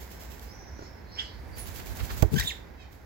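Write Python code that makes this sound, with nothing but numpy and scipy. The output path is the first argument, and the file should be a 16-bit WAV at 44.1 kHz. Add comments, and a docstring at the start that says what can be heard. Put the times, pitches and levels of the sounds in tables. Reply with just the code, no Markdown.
"""Parrots against the aviary mesh

Small parrots in a walled outdoor aviary: enveloped noise for wings, wind, hoarse bird sounds and a short
scuffle of feet, over a low outdoor rumble. Damped modes give perch knocks, wire pings and a sharp thump
on the right. Harmonic voices with moving pitch give far calls, a rough chirp and a near squawk that leaps
up and falls. Sound reaches a left and a right microphone port, with a diffuse answer from the walls."""
import sys
import numpy as np
from scipy import signal
from scipy.fft import rfft, irfft, next_fast_len
from scipy.io import wavfile
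from scipy.ndimage import map_coordinates

SR = 44100
rng = np.random.default_rng(int(sys.argv[2]) if len(sys.argv) > 2 else 0)


def digitize_waveform(pressure):
    """Quantize a signal to 16-bit integers and store it at the path in sys.argv[1].

    Rows of a 2-D input are taken as channels; values are limited to [-1, 1].
    """
    field = np.atleast_2d(pressure).T
    bounded = np.clip(field, -1, 1)
    quanta = np.round(bounded * 32767).astype(np.int16)
    wavfile.write(sys.argv[1], SR, quanta)


N = 134505
TOP_HZ = 15900  # upper band limit

# treble response of the microphone, with a dip near 9 kHz: frequency_hz, gain_db
MICROPHONE = [(7700, 0), (8700, -15), (9700, -20), (11000, -1.5), (15000, -5.5)]


def amp(db):
    """Level: decibels to an amplitude ratio."""
    return 10 ** (np.asarray(db) / 20)


def unit(x):
    """Normalisation: scale each channel to rms 1."""
    return x / np.sqrt(np.mean(x ** 2, axis=-1, keepdims=True) + 1e-20)


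def clock():
    """Sampling: the time of each sample in seconds."""
    return np.arange(N) / SR


def pan(left_minus_right_db):
    """Interaural level difference: left and right gains, shared evenly."""
    return amp(np.array([[left_minus_right_db], [-left_minus_right_db]]) / 2)


def along(points, hz):
    """Interpolation of (frequency, value) points along a logarithmic frequency axis."""
    f, v = np.transpose(points)
    return np.interp(np.log(hz + 1), np.log(f + 1), v)


def wobble(rate):
    """Random modulation: a smooth curve through rate random knots a second."""
    return map_coordinates(rng.standard_normal(N // 4), [clock() * rate], mode="wrap")


def filtered(x, response):
    """Linear filtering: multiply the spectrum by a response of frequency."""
    m = next_fast_len(N + SR // 2)
    frequency_hz = np.fft.rfftfreq(m, 1 / SR)
    return irfft(rfft(x, m) * response(frequency_hz), m)[..., :N]


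def noise(spectrum, alike=0):
    """Partial coherence: coloured stereo noise of rms 1, sharing the power fraction alike."""
    w = rng.standard_normal((3, N))
    share = np.clip(alike, 0, 1)
    stereo = w[:2] * np.sqrt(1 - share) + w[2] * np.sqrt(share)
    return unit(filtered(stereo, lambda hz: amp(along(spectrum, hz))))


def swell(s, width):
    """Gaussian envelope: a bell centred on s with standard deviation width, in seconds."""
    return np.exp(-.5 * ((clock() - s) / width) ** 2)


def decay(s, t60):
    """Exponential decay: a sudden start at s, falling 60 dB in t60 seconds."""
    t = clock() - s
    return (t >= 0) * np.exp(-np.log(1000) * np.abs(t) / t60)


def ring(s, modes):
    """Modal superposition: damped sinusoids all struck at s."""
    return sum(amp(db) * decay(s, t60) * np.sin(2 * np.pi * hz * (clock() - s)) for hz, db, t60 in modes)


def placed(x, pan_db, wet_db):
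    """Arrival-time difference and reverberation: right port first, plus a decaying diffuse tail."""
    # reverberation time of the walls: frequency_hz, t60_s
    walls = [(200, .3), (3000, 0.32), (6000, 0.32), (14000, 0.13)]
    hz, t, z = signal.stft(rng.standard_normal((2, SR // 2)), SR, nperseg=256)
    fade = np.exp(-np.log(1000) * t / along(walls, hz)[:, None])
    tail = signal.istft(z * fade, SR, nperseg=256)[1]
    tail = np.pad(tail / np.linalg.norm(tail[0]), ((0, 0), (200, 0)))  # 4.5 ms before the first answer
    x = x * np.ones((2, 1))
    wet = signal.fftconvolve(x, tail, axes=1)[:, :N]
    direct = np.array([np.pad(x[0], (20, 0))[:N], x[1]])  # left is 20 samples late
    return pan(pan_db) * (direct + amp(wet_db) * wet)


def voice(curve, partials_db, jitter, rough):
    """Source and filter: unsteady syrinx harmonics, brighter when louder, through the throat."""
    # resonance of the throat: frequency_hz, gain_db
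    throat = [(1500, -2), (3700, -0.5), (5500, -5.5), (7700, -6.5), (8700, -24), (11000, -11), (15000, -14)]
    brighten = .4  # dB gained by overtones per dB of loudness
    s, hz, db = np.transpose(curve)
    pitch = np.interp(clock(), s, hz) * (1 + jitter * wobble(500))
    phase = 2 * np.pi * np.cumsum(pitch) / SR
    level_db = np.interp(clock(), s, db)
    bright = amp(brighten * (level_db - db.max()))
    tone = 0
    for k, partial_db in enumerate(partials_db, 1):
        partial = amp(partial_db) * np.sin(k * phase) * (k * pitch < TOP_HZ)
        tone = tone + partial * (bright if k > 1 else 1)
    level = amp(level_db) * (clock() > s[0]) * (clock() < s[-1])
    rough_tone = level * tone * (1 + rough * wobble(1800))
    return filtered(rough_tone, lambda f: amp(along(throat, f)))


def outdoors():
    """Ambient sound field: a steady, nearly coherent rumble and a more diffuse, slowly varying wash."""
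    # spectrum of the rumble: frequency_hz, relative_db
    rumble = [(20, -25), (40, -8), (62, 4.5), (80, -2.5), (110, -11.5), (200, -27.5), (500, -59)]
    # spectrum of the wash: frequency_hz, relative_db
    air = [(20, -27), (50, -0.5), (150, -0.5), (350, -3), (600, -7), (900, -7), (1250, -15), (1600, -10.5),
           (2150, -12.5), (2900, -25.5), (5000, -24.5), (7500, -34.5), (8700, -56), (9800, -41),
           (12000, -34), (16000, -32)]
    # loudness of the wash before panning: time_s, level_db
    air_level = [(0, -48.5), (1.1, -50), (2.1, -45.5), (2.6, -49.5), (3.05, -54)]
    wash = amp(np.interp(clock(), *np.transpose(air_level))) * noise(air, alike=0.27)
    return amp(-47) * pan(-3.0) * noise(rumble, alike=0.94) + pan(-4.5) * wash


def wings():
    """Aerodynamic noise: strokes make grainy feather swishes; the nearest also sweep air."""
    # wing strokes before placement: peak_s, level_db
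    strokes = [(0.018, -47), (.12, -48), (0.217, -46), (.32, -47), (.43, -49), (1.584, -43), (1.675, -42.5),
               (1.764, -41), (1.871, -42.5), (1.969, -43), (2.05, -42.5), (2.12, -43), (2.18, -40.5),
               (2.338, -42.5), (2.385, -38.5), (2.44, -42.5), (2.48, -52), (2.932, -58.5), (3.025, -67)]
    # spectrum of the feathers: frequency_hz, relative_db
    feathers = [(300, 1.5), (1500, -0.5), (2800, 0), (5000, -1), (7600, 0.5), (8700, -12.5), (9800, -8),
                (11500, -0.5), (15500, 1.5)]
    # air swept by the nearest strokes: peak_s, relative_db
    whooshes = [(1.8, -40.5), (1.91, -46), (2.004, -34.5), (2.106, -34.5)]
    # spectrum of the swept air: frequency_hz, relative_db
    swept_air = [(100, 4), (400, -4), (800, -6), (1400, -0.5), (2600, -7.5), (4500, -9.5), (8000, -25),
                 (15000, -38)]
    rise_s, fall_s = 0.014, 0.054
    t = clock()
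    power = 0
    for s, db in strokes:
        envelope = np.where(t < s, swell(s, rise_s), np.exp(-np.abs(t - s) / fall_s))
        power = power + (amp(db) * envelope) ** 2
    grain = unit(noise(feathers, alike=0.13) * amp(2.0 * wobble(600)))
    swish = np.sqrt(power) * grain
    sweep = sum(amp(db - 4) * swell(s, 0.0098) for s, db in whooshes)
    whoosh = sweep * noise(swept_air, alike=0.28)
    return placed(swish + whoosh, pan_db=-5.5, wet_db=-8)


def rasps_and_scuffle():
    """Band-limited noise: Gaussian bands give hoarse bird sounds and a short scuffle of feet."""
    # noise bursts before placement, the one at .83 s a scuffle:
    # centre_s, duration_sigma_s, centre_hz, bandwidth_sigma_hz, level_db
    bursts = [(.2, .09, 5400, 180, -66), (.62, 0.12, 5640, 450, -63.5), (.83, 0.035, 5150, 1400, -59),
              (1.14, 0.041, 4300, 300, -58), (1.17, .035, 5370, 330, -51), (1.194, 0.021, 1950, 503, -46.5),
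              (1.199, 0.012, 3100, 230, -35.5), (1.198, 0.0096, 5150, 450, -45.5),
              (1.215, 0.032, 6030, 3560, -56.5), (1.26, 0.074, 4500, 755, -56),
              (1.55, 0.018, 4670, 150, -55), (2.4, 0.03, 5200, 1100, -46), (2.482, 0.011, 3700, 220, -41.5)]

    def band(hz, width):
        """Spectral shaping: a Gaussian noise band heard through the microphone response."""
        def response(f):
            return amp(along(MICROPHONE, f)) * np.exp(-.5 * ((f - hz) / width) ** 2)
        return unit(filtered(rng.standard_normal(N), response))

    bands = sum(amp(db) * swell(s, length) * band(hz, width) for s, length, hz, width, db in bursts)
    return placed(bands, pan_db=-3, wet_db=-3)


def claw_ticks():
    """Impact noise: claws tick the wire as short, broadband decays."""
    # claw ticks, level before panning: start_s, level_db, left_minus_right_db
    ticks = [(0.395, -40, -1), (2.342, -32, 6), (2.398, -23, 16), (2.4023, -29, 13.5), (2.928, -52.5, -9)]
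    return sum(amp(db) * pan(side) * decay(s, 0.014) for s, db, side in ticks) * noise(MICROPHONE)


def far_calls():
    """Distance cue: a wavering whistle and a nasal call with more reverberant than direct gain."""
    # whistle contour before placement: time_s, pitch_hz, level_db
    whistle = [(.47, 5000, -61), (.5, 5200, -53.5), (.53, 5850, -53), (.565, 5850, -61), (.6, 5760, -51.5),
               (.645, 5850, -65), (.68, 5710, -51.5), (.72, 5730, -67), (.76, 5850, -55), (.8, 5600, -73),
               (.86, 5390, -51.5), (.9, 5350, -65), (.99, 5250, -64)]
    # nasal contour before placement: time_s, pitch_hz, level_db
    nasal = [(2.77, 660, -68), (2.805, 638, -57.5), (2.85, 575, -66)]
    # harmonics of the nasal call, fundamental first: relative_db
    nasal_partials = [-25, -20, -13, -1.5, -4.5, -6, -7, -8, -8, -11, -14, -10]
    calls = voice(whistle, [0], jitter=0.01225, rough=0.36)
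    calls = calls + voice(nasal, nasal_partials, jitter=0.0081, rough=.2)
    return placed(calls, pan_db=-4.0, wet_db=4.0)


def perch_knocks():
    """Modal excitation: feet knock on a perch and set its damped modes ringing."""
    # knocks before placement: start_s, level_db
    knocks = [(.792, -35), (.823, -36), (.831, -42)]
    # modes of the perch: frequency_hz, relative_db, t60_s
    perch = [(328, -6, 0.065), (405, -3, 0.042), (550, -7, .04), (910, -8, .03), (1410, -7, 0.028)]
    return placed(sum(amp(db) * ring(s, perch) for s, db in knocks), pan_db=-1.5, wet_db=-8)


def chirp():
    """Frequency modulation: a brief, rough, nearly pure tone on an unsteady pitch."""
    # chirp contour before placement: time_s, pitch_hz, level_db
    contour = [(1.183, 3000, -43), (1.189, 3270, -30), (1.195, 3213, -28), (1.2, 3320, -29),
               (1.21, 3282, -35), (1.222, 3346, -47.5), (1.23, 3400, -50)]
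    return placed(voice(contour, [0, -25], jitter=0.0224, rough=0.21), pan_db=-11, wet_db=-12)


def wing_wind():
    """Turbulent pressure: wing wind puffs on each port independently; one buffet hits mainly the left."""
    # puffs at the ports: centre_s, duration_sigma_s, left_db, right_db
    draughts = [(1.7, 0.22, -46, -39.5), (1.925, 0.015, -40, -32), (2.025, 0.029, -38, -29.5),
                (2.133, 0.015, -31, -30.5), (2.201, 0.027, -40, -32), (2.335, 0.014, -28, -32),
                (2.385, 0.029, -23.5, -51), (2.454, 0.0092, -22.5, -46)]
    # spectrum of the puffs: frequency_hz, relative_db
    draught = [(15, -53), (30, -16), (52, 3.5), (90, -1), (150, -15), (300, -26), (700, -40), (2000, -43.5)]
    # spectrum of the buffet: frequency_hz, relative_db
    buffet_spectrum = [(40, -21), (120, 1), (175, 0.5), (210, 1.5), (260, -9), (440, -10.5), (650, -33),
                       (2000, -62)]
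    gusts = sum(amp([[left], [right]]) * swell(s, width) for s, width, left, right in draughts)
    puffs = gusts * noise(draught)
    buffet = amp(-19.5) * swell(2.351, 0.017) * noise(buffet_spectrum)
    return puffs + buffet * amp([[0], [-33]])


def wire_pings():
    """Beating modes: struck wire gives thin, high, fluttering pings."""
    # pings before placement: start_s, level_db
    pings = [(1.583, -41), (1.73, -56)]
    # modes of the wire: frequency_hz, relative_db, t60_s
    wire = [(10310, 0, .16), (10420, -7, .12), (8650, -17, .15), (12900, -17, .1)]
    ringing = sum(amp(db) * ring(s, wire) for s, db in pings) * (1 + 0.36 * wobble(250))
    return placed(ringing, pan_db=-5.0, wet_db=1)


def thump():
    """Impact response: a bump beside the right port gives a crack, body modes and a mesh shudder."""
    # modes of the bumped camera body: frequency_hz, relative_db, t60_s
    body = [(54.4, -1.5, 0.15), (89, -3, 0.12), (121.4, -11, 0.1), (203, -21, 0.073), (330, -15.5, 0.11),
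            (412, -9.5, 0.083), (513, -25, .04), (632, -16, 0.062), (788, -16.5, 0.053), (1476, -24, 0.04),
            (2220, -39, .015)]
    # sharp contacts, level before the left port's cut: start_s, level_db
    cracks = [(2.2236, -17), (2.2267, -27), (2.234, -36)]
    # spectrum of the shuddering mesh: frequency_hz, relative_db
    mesh = [(30, -30), (110, -2), (250, -5), (450, 3), (800, -12), (1200, -15), (2500, -35), (6000, -53)]
    start_s, rise_s = 2.2245, 0.0029
    low_cut_hz = 44  # bass roll-off of the microphone
    rise = 1 - np.exp(-np.abs(clock() - start_s) / rise_s)
    boom = filtered(amp(0.5) * rise * ring(start_s, body), lambda hz: (1j * hz / (low_cut_hz + 1j * hz)) ** 2)
    crack_spectrum = [(300, 4), (2000, 1), (7500, -1), (9000, -18), (12000, -2.5), (15000, -1)]  # Hz, dB
    crack = sum(amp(db) * decay(s, 0.017) for s, db in cracks) * noise(crack_spectrum)
    shudder = amp(-13) * rise * decay(start_s, 0.067) * noise(mesh)
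    return (boom + shudder) * amp([[-32], [0]]) + crack * amp([[-11], [0]])


def squawk():
    """Harmonic synthesis: a near, warbling call whose pitch leaps up and falls away."""
    # squawk contour before placement: time_s, pitch_hz, level_db
    contour = [(2.356, 1480, -45), (2.365, 1633, -26.5), (2.373, 1412, -39), (2.386, 1753, -24),
               (2.394, 1562, -31), (2.403, 1701, -34), (2.411, 1965, -22.5), (2.418, 1730, -41),
               (2.427, 2084, -30.5), (2.434, 3027, -47), (2.448, 3290, -42), (2.459, 3680, -33),
               (2.471, 3785, -37), (2.476, 3560, -21.5), (2.492, 3683, -28.5), (2.501, 2918, -34),
               (2.512, 2050, -31.5), (2.522, 1690, -39)]
    # harmonics, fundamental first: relative_db
    partials = [-1.5, -4, -7, -5.5, -13]
    return placed(voice(contour, partials, jitter=0.0282, rough=0.23), pan_db=-7, wet_db=-9.5)


def scene():
    """Superposition: every source summed at the two ports."""
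    background = outdoors()
    flight = wings() + wing_wind()
    contacts = claw_ticks() + perch_knocks() + wire_pings() + thump()
    calls = far_calls() + chirp() + squawk()
    return background + flight + rasps_and_scuffle() + contacts + calls


def record(dry):
    """Band limiting: nothing passes at or above TOP_HZ."""
    return filtered(dry, lambda hz: hz < TOP_HZ)


dry = scene()
out = record(dry)
digitize_waveform(out)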